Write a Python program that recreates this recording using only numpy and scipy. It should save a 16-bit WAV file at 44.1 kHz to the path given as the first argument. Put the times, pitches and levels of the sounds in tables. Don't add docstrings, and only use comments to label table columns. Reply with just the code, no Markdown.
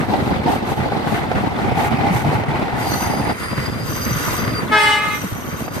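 import sys
import numpy as np
from scipy import signal
from scipy.fft import rfft, irfft
from scipy.io import wavfile

SR = 44100
rng = np.random.default_rng(int(sys.argv[2]) if len(sys.argv) > 2 else 0)


def inscribe(sig):
    pcm = np.round(np.clip(np.atleast_2d(sig).T, -1, 1) * 32767)
    wavfile.write(sys.argv[1], SR, pcm.astype(np.int16))


N = 255780
TIME = np.arange(N) / SR
HZ = np.fft.rfftfreq(N, 1 / SR)


# (t/s, level/dB)
BUFFET_LEVEL = [(0, -17.5), (.7, -21.5), (2.2, -19.5), (2.8, -23), (3.28, -20), (3.42, -29), (3.62, -24),
                (4.05, -26.5), (4.62, -21.5), (4.9, -35.5), (5.04, -30), (5.8, -22.5)]
# (f/Hz, level/dB)
BUFFET_COLOUR = [(15, -9), (40, -49), (65, -5), (110, 0), (150, -1), (185, -3.5), (235, 0), (300, -5),
                 (420, -10.5), (600, -10), (900, -14.5), (2000, -43), (6000, -61)]
# (t/s, level/dB)
RUSH_LEVEL = [(0, -25.5), (.6, -25), (1.6, -24.5), (1.8, -23.5), (2.35, -23), (2.55, -23.5), (3.3, -25)]
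# (f/Hz, level/dB)
RUSH_COLOUR = [(100, -5), (330, 3), (450, 1), (580, -7), (700, 6), (790, 8.5), (900, 5), (1050, -6),
               (1400, -55), (2500, -17), (5000, -24), (12000, -59)]
RUSH_END_S, RUSH_FALL_S = 3.315, 0.017


def slipstream(buffet_db=-2, slap_db=-5, shared_db=2.5, local_db=3.5, throb_db=3, waver_db=2):
    shared = shared_db * wander(slow_hz=3.6, fast_hz=36.6)
    local = local_db * wander(slow_hz=1.7, fast_hz=70, channels=2)
    eddies = unit(amp(shared + local))
    churn = eddies * noise(colour(BUFFET_COLOUR), likeness=0.24)
    lumps = slaps(per_s=55, spread_db=4, gain=colour(BUFFET_COLOUR))
    throb = np.tanh(wander(slow_hz=12, fast_hz=15))
    buffet_gain = amp(curve(BUFFET_LEVEL) + buffet_db + throb_db * throb)
    buffet = buffet_gain * unit(churn + amp(slap_db) * lumps) * pan(db=-0.5)
    exposed = np.exp(-np.maximum(TIME - RUSH_END_S, 0) / RUSH_FALL_S)
    rush_gain = amp(curve(RUSH_LEVEL) + surges(axis=2) + waver_db * throb) * exposed
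    rush = rush_gain * noise(colour(RUSH_COLOUR), likeness=0.3)
    return buffet + rush * unit(eddies ** 0.39)


def slaps(per_s, spread_db, gain):
    strength = amp(spread_db * np.minimum(rng.exponential(1, N), 2))
    strikes = (rng.random(N) < per_s / SR) * strength * rng.choice([-1, 1], N)
    sides = 1 + rng.uniform(-1.1, 1, (2, N))
    softness = 1 / (1 + (HZ / 420) ** 2)
    return unit(irfft(rfft(strikes * sides) * causal(gain * softness), N))


# (t/s, level/dB)
ROLLING_LEVEL = [(0, -29.5), (.8, -32), (1.15, -31.5), (2.1, -29), (2.7, -30.5), (3.55, -30.5), (3.85, -35),
                 (4.3, -27.5), (5.25, -37), (5.8, -36)]
# (f/Hz, level/dB)
ROLL_COLOUR = [(100, 7), (450, 3), (850, -5), (1200, 4), (1450, 3), (1700, -1), (2050, 2.5), (2400, -5),
               (3000, -11), (4200, -16), (5200, -24.5), (8000, -25.5), (15000, -34.5)]


def rolling(roll_db=3, flutter_db=0.4, surge_db=1.57):
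    spectrum = rfft(noise(colour(ROLL_COLOUR), likeness=0.39, lead_ms=0.21))
    centres = np.geomspace(500, 6000, num=9)
    shares = np.eye(len(centres))
    bands = [irfft(spectrum * np.interp(HZ, centres, share), N) for share in shares]
    roar = sum(band * amp(1.7 * wander(slow_hz=1, fast_hz=16)) for band in bands)
    flutter = flutter_db * wander(slow_hz=7.2, fast_hz=80)
    shake_db = flutter + surge_db * wander(slow_hz=4.7, fast_hz=14)
    return amp(curve(ROLLING_LEVEL) + roll_db + surges(axis=3)) * unit(roar * amp(shake_db))


# (start t/s, length t/s, level/dB)
SCRAPES = [(0, 0.3, -43.5), (.45, 0.1, -34.5), (.64, 0.13, -36.5), (1.04, 0.13, -37.5), (1.74, 0.13, -34),
           (2.09, 0.13, -31.5), (2.29, 0.054, -36), (2.75, .3, -32.5), (3.34, 0.076, -34), (3.55, 0.1, -37),
           (3.82, 0.32, -33.5), (4.12, 0.25, -28.5), (5.0, 0.31, -35), (5.55, 0.059, -34),
           (5.72, 0.027, -27)]
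# (f/Hz, level/dB)
SCRAPE_COLOUR = [(1500, 10.5), (3500, 6), (5200, 3), (7000, 0.5), (8500, 2), (10500, -1), (12200, 3.5),
                 (13500, -3), (15000, -3.5), (16000, -58)]
SCRAPE_RISE_S, SCRAPE_FALL_S = 0.056, 0.035
CURVE_START_S, CURVE_ENTRY_S, STRAIGHT_HISS_DB, CURVE_EXTRA_HISS_DB = 2.86, 0.13, -47, -44
# (start t/s, length t/s, f/Hz, width f/Hz, level/dB)
RUBS = [(2.85, .19, 6080, 130, -35), (2.81, .18, 11900, 400, -39.5), (2.86, .16, 12950, 450, -40),
        (2.74, 1.66, 4860, 100, -45.5), (3.824, 0.56, 6060, 180, -37), (3.82, 0.57, 12200, 300, -40),
        (3.84, 0.47, 12900, 510, -40.5), (4.18, .22, 13080, 220, -43), (5.08, 0.093, 5960, 99, -38),
        (5.06, 0.083, 12300, 600, -40), (5.3, 0.63, 6100, 230, -45.5), (5.12, .68, 13000, 420, -46.5)]
RUB_RISE_S, RUB_FALL_S = 0.087, 0.11
# (start t/s, length t/s, level/dB)
SQUEALS = [(2.81, 0.485, -38.5), (3.38, 0.95, -40), (3.61, 0.054, -31), (4.0, 0.13, -35.5),
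           (4.35, 0.21, -36.5), (4.54, 0.055, -27), (5.48, 0.077, -44), (5.62, 0.15, -45)]
SQUEAL_RISE_S, SQUEAL_FALL_S = 0.02, 0.015
SQUEAL_HZ, SLIP_S, SLIP_LENGTH_S, SLIP_SAG_HZ = 4835, 4.525, 0.15, 120
# (t/s, f/Hz before drift, level/dB)
OCTAVE = [(2.75, 9600, -75), (2.86, 9700, -46), (3.08, 9700, -43), (3.33, 9700, -47.5), (3.46, 9580, -41),
          (3.65, 9600, -57), (4.28, 9500, -51), (4.53, 9500, -53), (4.6, 9360, -43), (4.65, 9420, -80)]
OCTAVE_WIDTH_HZ = 150


def flanges():
    chatter = unit(amp(1.5 * wander(slow_hz=3.8, fast_hz=200, channels=2)))
    return (scrape() + rubbed_modes() + squeal() + squeal_octave()) * chatter * pan(db=1.5)


def scrape():
    hiss = amp(STRAIGHT_HISS_DB) + amp(CURVE_EXTRA_HISS_DB) * ramp(CURVE_START_S, CURVE_ENTRY_S)
    contact = np.hypot(hiss, strokes(SCRAPES, SCRAPE_RISE_S, SCRAPE_FALL_S))
    gain = colour(SCRAPE_COLOUR) * random_ripple(ripple_db=3.5)
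    return contact * noise(gain, likeness=0.043, lead_ms=0.166)


def rubbed_modes(catch_db=2.5):
    out = np.zeros((2, N))
    for start, length, hz, width_hz, db in RUBS:
        level = amp(db + catch_db * wander(slow_hz=4.1, fast_hz=30))
        gate = stroke(start, length, RUB_RISE_S, RUB_FALL_S)
        out += level * gate * noise(resonance(hz, width_hz), likeness=0.37, lead_ms=0.22)
    return out


def squeal(squeal_db=-1, flicker_db=3.5):
    sag = SLIP_SAG_HZ * stroke(SLIP_S, SLIP_LENGTH_S, SQUEAL_RISE_S, SQUEAL_FALL_S)
    pitch = SQUEAL_HZ - sag + 8 * wander(slow_hz=1, fast_hz=8)
    turns = np.cumsum(pitch + 15 * wander(slow_hz=8, fast_hz=120)) / SR
    lag_s = np.array([[0], [.00025]])
    wobble = wander(slow_hz=2, fast_hz=18) + 0.69 * wander(slow_hz=8, fast_hz=30, channels=2)
    grip = 2 * np.tanh(wobble / 2)
    tone = np.sin(2 * np.pi * (turns - pitch * lag_s))
    level = amp(squeal_db) * strokes(SQUEALS, SQUEAL_RISE_S, SQUEAL_FALL_S)
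    return level * unit(tone * amp(flicker_db * grip))


def squeal_octave(drift_hz=30):
    pitch = curve(OCTAVE) + drift_hz * wander(slow_hz=3, fast_hz=18)[0]
    return amp(curve(OCTAVE, axis=2)) * moving(pitch, OCTAVE_WIDTH_HZ, likeness=0.46, lead_ms=0.23)


def random_ripple(ripple_db, spacing_hz=70):
    knots = rng.standard_normal(1000)
    return amp(ripple_db * np.interp(HZ / spacing_hz, np.arange(len(knots)), knots))


# (multiple of the pitch, early level/dB, late level/dB)
HIGH_BELL = [(1, -6, -8), (2, 0, 1), (3, 3.5, 0.5), (4, 2, 0), (5, 2.5, 1), (6, -8, -5), (7, -7.5, 4.5),
             (8, -9.5, -9.5), (9, -12.5, -14), (10, -15.5, -13.5), (11, -17, -16), (12, -17.5, -18),
             (13, -20, -21), (14, -28, -21), (15, -26, -18), (16, -31, -29), (20, -23, -18), (24, -40, -36),
             (35, -40, -34)]
# (multiple of the pitch, early level/dB, late level/dB)
LOW_BELL = [(1, -22, -18), (2, -8.5, -13), (3, -1.5, 0), (4, -6, -4.5), (5, -11, -8.5), (6, 0, -4),
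            (7, -2, 2), (8, -10, -9), (9, -12, -10), (10, -9, -7), (11, -14, -12), (13, -20, -11),
            (14, -21, -18), (17, -21, -18), (23, -31, -25), (29, -17.5, -20), (35, -31, -27.5),
            (50, -31, -35)]
# (multiple of the pitch, level/dB)
OVERBLOWN = [(1, -15), (2, -7), (3, -7), (4, -12), (5, -1), (6, -11), (7, -20), (9, -16), (15, -32)]
# (start t/s, length t/s, level/dB)
HIGH_BLAST, LOW_BLAST, OVERBLOWN_BLAST = (4.706, 0.443, -16.5), (4.758, 0.4, -18.3), (4.714, 0.06, -16.5)
HORN_RISE_S, HORN_FALL_S, HORN_FADE_DB_PER_S = 0.022, 0.02, 29.5
HIGH_HZ, LOW_HZ, OVERBLOWN_HZ, GLIDE_SHARE, GLIDE_S = 421, 296.4, 315, 0.024, 0.068
TURN_S, TURN_LENGTH_S = 4.79, 0.097


def horn(air_db=-12):
    glide = 1 + GLIDE_SHARE * np.exp(-(np.maximum(TIME - HIGH_BLAST[0], 0) / GLIDE_S) ** 1.4)
    high = bell(HIGH_HZ * glide, HIGH_BELL, HIGH_BLAST, jitter=.0065)
    low = bell(LOW_HZ * glide, LOW_BELL, LOW_BLAST, jitter=.008)
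    rasp = bell(OVERBLOWN_HZ * glide, OVERBLOWN, OVERBLOWN_BLAST, jitter=.018)
    hiss = noise(resonance(hz=1800, width_hz=1700), likeness=0.13)
    air = amp(air_db) * blowing(*HIGH_BLAST) * hiss
    return (high + low + rasp + air) * pan(db=1)


def bell(pitch, partials, blast, jitter, onset_dull_db=8, brighten_s=0.014):
    turns = np.cumsum(pitch * (1 + jitter * wander(slow_hz=60, fast_hz=260)[0])) / SR
    on = slice(int(blast[0] * SR), int((blast[0] + .6) * SR))
    dullness_db = onset_dull_db * np.exp(-(TIME[on] - blast[0]) / brighten_s)
    partials = np.array(partials)
    multiples, early, late = np.round(partials[:, 0]), partials[:, 1], partials[:, -1]
    turned = ramp(TURN_S, TURN_LENGTH_S)[on]
    fading = 1 + ramp(HIDDEN_S, HIDDEN_LENGTH_S)[on] / 2
    out = np.zeros((2, N))
    for k in range(1, round(multiples[-1]) + 1):
        knots = rng.standard_normal((2, 1, 28)) + .8 * rng.standard_normal((2, 2, 28))
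        drift = signal.resample(knots, SR * 2 // 3, axis=2)[..., :len(turned)]
        swell, shift = np.sqrt(k) * drift
        balance_db = (1 - turned) * np.interp(k, multiples, early) + turned * np.interp(k, multiples, late)
        swell_db = 6 * np.tanh(.85 * fading * swell / 6) - .1 * fading * np.sqrt(k)
        level = amp(balance_db + swell_db - dullness_db * np.log2(k / 2))
        phase = 2 * np.pi * (k * turns[on] + rng.random())
        out[:, on] += level * np.sin(phase + .23 * shift + rng.uniform(-.7, .7, (2, 1)))
    return blowing(*blast) * out


def blowing(start, length, db):
    pressure_db = db - HORN_FADE_DB_PER_S * np.maximum(TIME - start, 0)
    return amp(pressure_db) * stroke(start, length, HORN_RISE_S, HORN_FALL_S)


# (f/Hz, level/dB)
ECHO_COLOUR = [(300, -13), (600, -2), (840, -10.5), (1200, 2), (1280, 0.5), (1500, -8), (2100, -5.5),
               (2600, -2), (2950, -15), (3300, -5), (4300, -7.5), (15000, -18)]
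HIDDEN_S, HIDDEN_LENGTH_S = 4.945, 0.072


def yard(x, blur_db=-2, blur_t60=0.28, tail_db=-8, tail_t60=0.4):
    hidden = ramp(HIDDEN_S, HIDDEN_LENGTH_S)
    thrown = rfft(x) * colour(ECHO_COLOUR)
    smeared = irfft(thrown * (1 + amp(blur_db) * scatter(blur_t60)), N)
    tail = irfft(thrown * scatter(tail_t60), N)
    return (1 - hidden) * x + hidden * smeared + amp(tail_db) * tail


def scatter(t60):
    hits = rng.standard_normal((2, SR)) * (rng.random((2, SR)) < 2000 / SR)
    taps = hits * amp(-60 * TIME[:SR] / t60)
    return rfft(taps / np.linalg.norm(taps[0]), N)


# (t/s, thud level/dB, thud f/Hz, clank level/dB)
JOLTS = [(0.004, -7.5, 149, -16.5), (0.098, -6, 210, -28), (0.462, -15, 190, -23), (0.488, -4.5, 273, -29),
         (0.698, -8, 133, -22), (0.8, -10, 135, -19), (1.068, -10.5, 288, -15), (1.14, -13, 118, -15.5),
         (1.21, -7, 151, -28), (1.354, -1.5, 93, -16), (1.375, -5.5, 200, -23), (1.555, -8, 258, -26),
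         (1.614, -9, 200, -19.5), (1.679, -11, 233, -30), (1.715, -3.5, 126, -38), (1.93, -5, 234, -18),
         (2.031, -7, 237, -27), (2.105, -1, 180, -24), (2.15, -1, 125, -25), (2.253, -4, 152, -28),
         (2.285, -4, 140, -32), (2.348, -1, 116, -24), (2.411, -7, 121, -34), (2.482, -2, 144, -17),
         (2.555, -10, 140, -20), (2.734, -9, 132, -33), (2.894, -8, 117, -30), (3.056, -7, 86, -17),
         (3.296, -9, 237, -17), (3.576, -4, 139, -15), (3.89, -7.5, 113, -35), (4.061, -7, 223, -17),
         (4.114, -3.5, 110, -41), (4.156, -8, 151, -30), (4.429, -7, 89, -36), (4.475, -10, 120, -16.5),
         (4.701, -8, 242, -35), (5.071, -12.5, 176, -38), (5.241, -10.5, 188, -35), (5.321, -8, 115, -41)]


def jolts(thud_db=-6, clank_db=-5, thud_t60=0.1, clank_t60=0.17, rise_s=0.0019):
    thud, clank = np.zeros((2, N)), np.zeros(N)
    skews = rng.choice([-1, 1], len(JOLTS)) * rng.uniform(.3, .8, len(JOLTS))
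    for (s, level_db, thud_hz, metal_db), skew in zip(JOLTS, skews):
        on = slice(int(s * SR), int(s * SR) + SR // 2)
        age = TIME[on] - TIME[on][0]
        rise = 1 - np.exp(-age / rise_s)
        swing = np.sin(2 * np.pi * thud_hz * age + np.array([[skew], [-skew]]))
        thud[:, on] += rise * amp(level_db - 60 * age / thud_t60) * swing
        clank[on] += rise * amp(metal_db - 60 * age / clank_t60)
    metal = noise(colour(ROLL_COLOUR), likeness=0.31, lead_ms=0.65)
    return amp(thud_db) * thud + amp(clank_db) * clank * metal


# (t/s, level/dB, f/Hz)
CLANGS = [(0.135, -18, 777), (0.468, -16.5, 732), (1.143, -18, 703), (1.405, -22, 782), (1.8, -20, 770),
          (1.84, -16, 855), (2.02, -16, 812), (2.05, -14, 820), (2.147, -18, 844), (2.35, -19, 858)]
CLANG_RISE_S, CLANG_T60_S, OVERTONE_RATIO, OVERTONE_DB = 0.0053, 0.19, 2.5, -12.5


def clangs():
    age, out = TIME[:SR // 3], np.zeros((2, N))
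    for s, db, hz in CLANGS:
        ring = np.zeros((2, len(age)))
        for ratio, mode_db in [(.985, 0), (1.025, -4), (OVERTONE_RATIO, OVERTONE_DB)]:
            phase = 2 * np.pi * (hz * ratio * age + rng.random())
            ring += amp(mode_db) * np.sin(phase + rng.uniform(-.8, .8, (2, 1)))
        shape = (1 - np.exp(-age / CLANG_RISE_S)) * amp(db - 60 * age / CLANG_T60_S)
        out[:, int(s * SR):][:, :len(age)] += ring * shape
    return out


# (t/s, level/dB)
KNOCKS = [(0.135, -17.5), (0.92, -23), (1.314, -18.5), (1.38, -21), (1.588, -24), (2.247, -24),
          (2.328, -23), (2.397, -23.5), (2.435, -21), (2.68, -22), (4.328, -26), (5.679, -24.5)]
# (f/Hz, level/dB)
KNOCK_COLOUR = [(100, -15), (450, 10), (800, 10.5), (1100, 1), (1400, 3.5), (2200, -6), (4500, -18),
                (9000, -34), (15000, -42)]


def knocks(knock_db=3, rise_s=.001, hold_s=0.0033, fall_s=0.007):
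    blows = strokes([(s, hold_s, db) for s, db in KNOCKS], rise_s, fall_s)
    return amp(knock_db) * blows * noise(colour(KNOCK_COLOUR), likeness=0.48, lead_ms=0.19)


def rattle(rattle_db=-5, per_s=22, spread_db=4, ring_t60=0.023):
    age, out = TIME[:SR // 10], np.zeros((2, N))
    for hz in np.geomspace(1000, 4600, num=12):
        strength = amp(spread_db * np.minimum(rng.exponential(1, N), 2))
        taps = (rng.random(N) < per_s / SR) * strength
        tone = np.sin(2 * np.pi * hz * age + rng.uniform(-1.8, 1, (2, 1)))
        ring = tone * amp(-60 * age / ring_t60) / hz
        out += signal.oaconvolve(taps[None], ring, axes=1)[:, :N]
    return amp(curve(ROLLING_LEVEL) + rattle_db) * unit(out)


# (start t/s, end t/s, f/Hz, width f/Hz before the skirts are sharpened, level/dB)
SWELLS = [(0, 1.297, 3770, 1100, -43.5), (0.0, 1.11, 430, 220, -33), (1.595, 2.558, 152, 91.5, -31),
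          (1.6, 2.698, 2310, 350, -36), (1.7, 3.743, 1990, 260, -38.5), (1.76, 3.302, 820, 120, -34.5),
          (2.856, 3.02, 4380, 160, -32), (3.487, 4.503, 103, 80, -30), (3.8, 4.8, 420, 170, -37.5),
          (4.96, 5.16, 550, 200, -33), (3.906, 4.68, 1220, 110, -36), (5.153, 5.803, 1170, 200, -40)]


def swells(edge_s=0.089):
    out = np.zeros((2, N))
    for start, end, hz, width_hz, db in SWELLS:
        gate = np.clip(np.minimum(TIME - start, end - TIME) / edge_s, 0, 1)
        sharpened = resonance(hz, width_hz) ** 1.63
        out += amp(db) * gate * noise(sharpened, likeness=0.48, lead_ms=0.15)
    return out * unit(amp(2 * wander(slow_hz=7.1, fast_hz=50)))


# (start t/s, length t/s, rush lift level/dB, wheel lift level/dB)
SURGES = [(0.106, 0.041, 6.5, -3), (0.457, 0.084, 7, 0.5), (1.13, 0.066, -0.5, 5), (1.36, 0.071, -2.5, 3.5),
          (1.765, 0.099, 3.5, 3.5), (2.006, 0.093, 3.5, 2), (3.291, 0.026, 5.5, 3.5)]
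SURGE_RISE_S, SURGE_FALL_S = 0.0055, 0.0047


def surges(axis):
    return sum(row[axis] * stroke(row[0], row[1], SURGE_RISE_S, SURGE_FALL_S) for row in SURGES)


# (middle t/s, length t/s, depth level/dB)
LULLS = [(0.073, 0.045, 4.5), (0.41, 0.069, 2.5), (0.61, 0.06, 3.5), (0.756, 0.04, 6.5),
         (1.281, 0.052, 3.5), (1.49, 0.096, 2), (1.902, 0.021, 5.5), (2.23, 0.067, 4.5), (2.453, 0.11, 6),
         (2.716, 0.066, 2), (3.36, 0.081, 3.5), (5.695, 0.045, 7.5)]


def lulls():
    return amp(-sum(depth_db * hump(middle, length) for middle, length, depth_db in LULLS))


def amp(db):
    return 10 ** (np.asarray(db) / 20)


def unit(x):
    return x / np.sqrt(np.mean(x ** 2) + 1e-20)


def curve(rows, axis=1):
    rows = np.asarray(rows)
    return np.interp(TIME, rows[:, 0], rows[:, axis])


def ramp(start, length):
    return np.clip((TIME - start) / max(length, 1 / SR), 0, 1)


def hump(middle, length):
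    return np.exp(-(2 * (TIME - middle) / length) ** 2)


def stroke(start, length, rise_s, fall_s):
    return ramp(start, rise_s) * np.exp(-np.maximum(TIME - start - length, 0) / fall_s)


def strokes(rows, rise_s, fall_s):
    gains = [amp(db) * stroke(start, length, rise_s, fall_s) for start, length, db in rows]
    return np.max(gains, axis=0)


def colour(points):
    hz, db = np.transpose(points)
    return amp(np.interp(np.log(HZ + 1), np.log(hz), db))


def resonance(hz, width_hz):
    return 1 / (1 + ((HZ - hz) / width_hz) ** 2) / np.sqrt(width_hz)


def causal(gain):
    cepstrum = irfft(np.log(np.maximum(gain, 1e-5)), N)
    cepstrum[1:N // 2] *= 2
    cepstrum[N // 2 + 1:] = 0
    return np.exp(rfft(cepstrum))


def wander(slow_hz, fast_hz, channels=1):
    band = HZ ** 2 / (HZ ** 2 + slow_hz ** 2) / (1 + (HZ / fast_hz) ** 2)
    return unit(irfft(rfft(rng.standard_normal((channels, N))) * band, N))


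def noise(gain, likeness, lead_ms=0):
    left, other = rfft(rng.standard_normal((2, N)))
    c = np.clip(likeness, 0, 1)
    delayed = left * np.exp(-2j * np.pi * HZ * lead_ms / 1000)
    right = c * delayed + np.sqrt(1 - c ** 2) * other
    return unit(irfft(np.array([left, right]) * gain, N))


def moving(pitch, width_hz, likeness, lead_ms):
    middle = np.mean(pitch)
    band = signal.hilbert(noise(resonance(middle, width_hz), likeness, lead_ms))
    return (band * np.exp(2j * np.pi * np.cumsum(pitch - middle) / SR)).real


def pan(db):
    return amp(np.array([[db], [-db]]) / 2)


def scene():
    roar = lulls() * (slipstream() + rolling() + rattle() + swells() + flanges())
    return roar + jolts() + knocks() + clangs() + yard(horn())


def record(dry, bass_hz=50, edge_hz=15500):
    thinned = signal.lfilter(*signal.butter(2, bass_hz, "highpass", fs=SR), dry)
    band_limit = signal.firwin(511, edge_hz, window=("kaiser", 9), fs=SR)
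    return signal.oaconvolve(np.clip(thinned, -1, 1), band_limit[None], "same")


dry = scene()
out = record(dry)
inscribe(out)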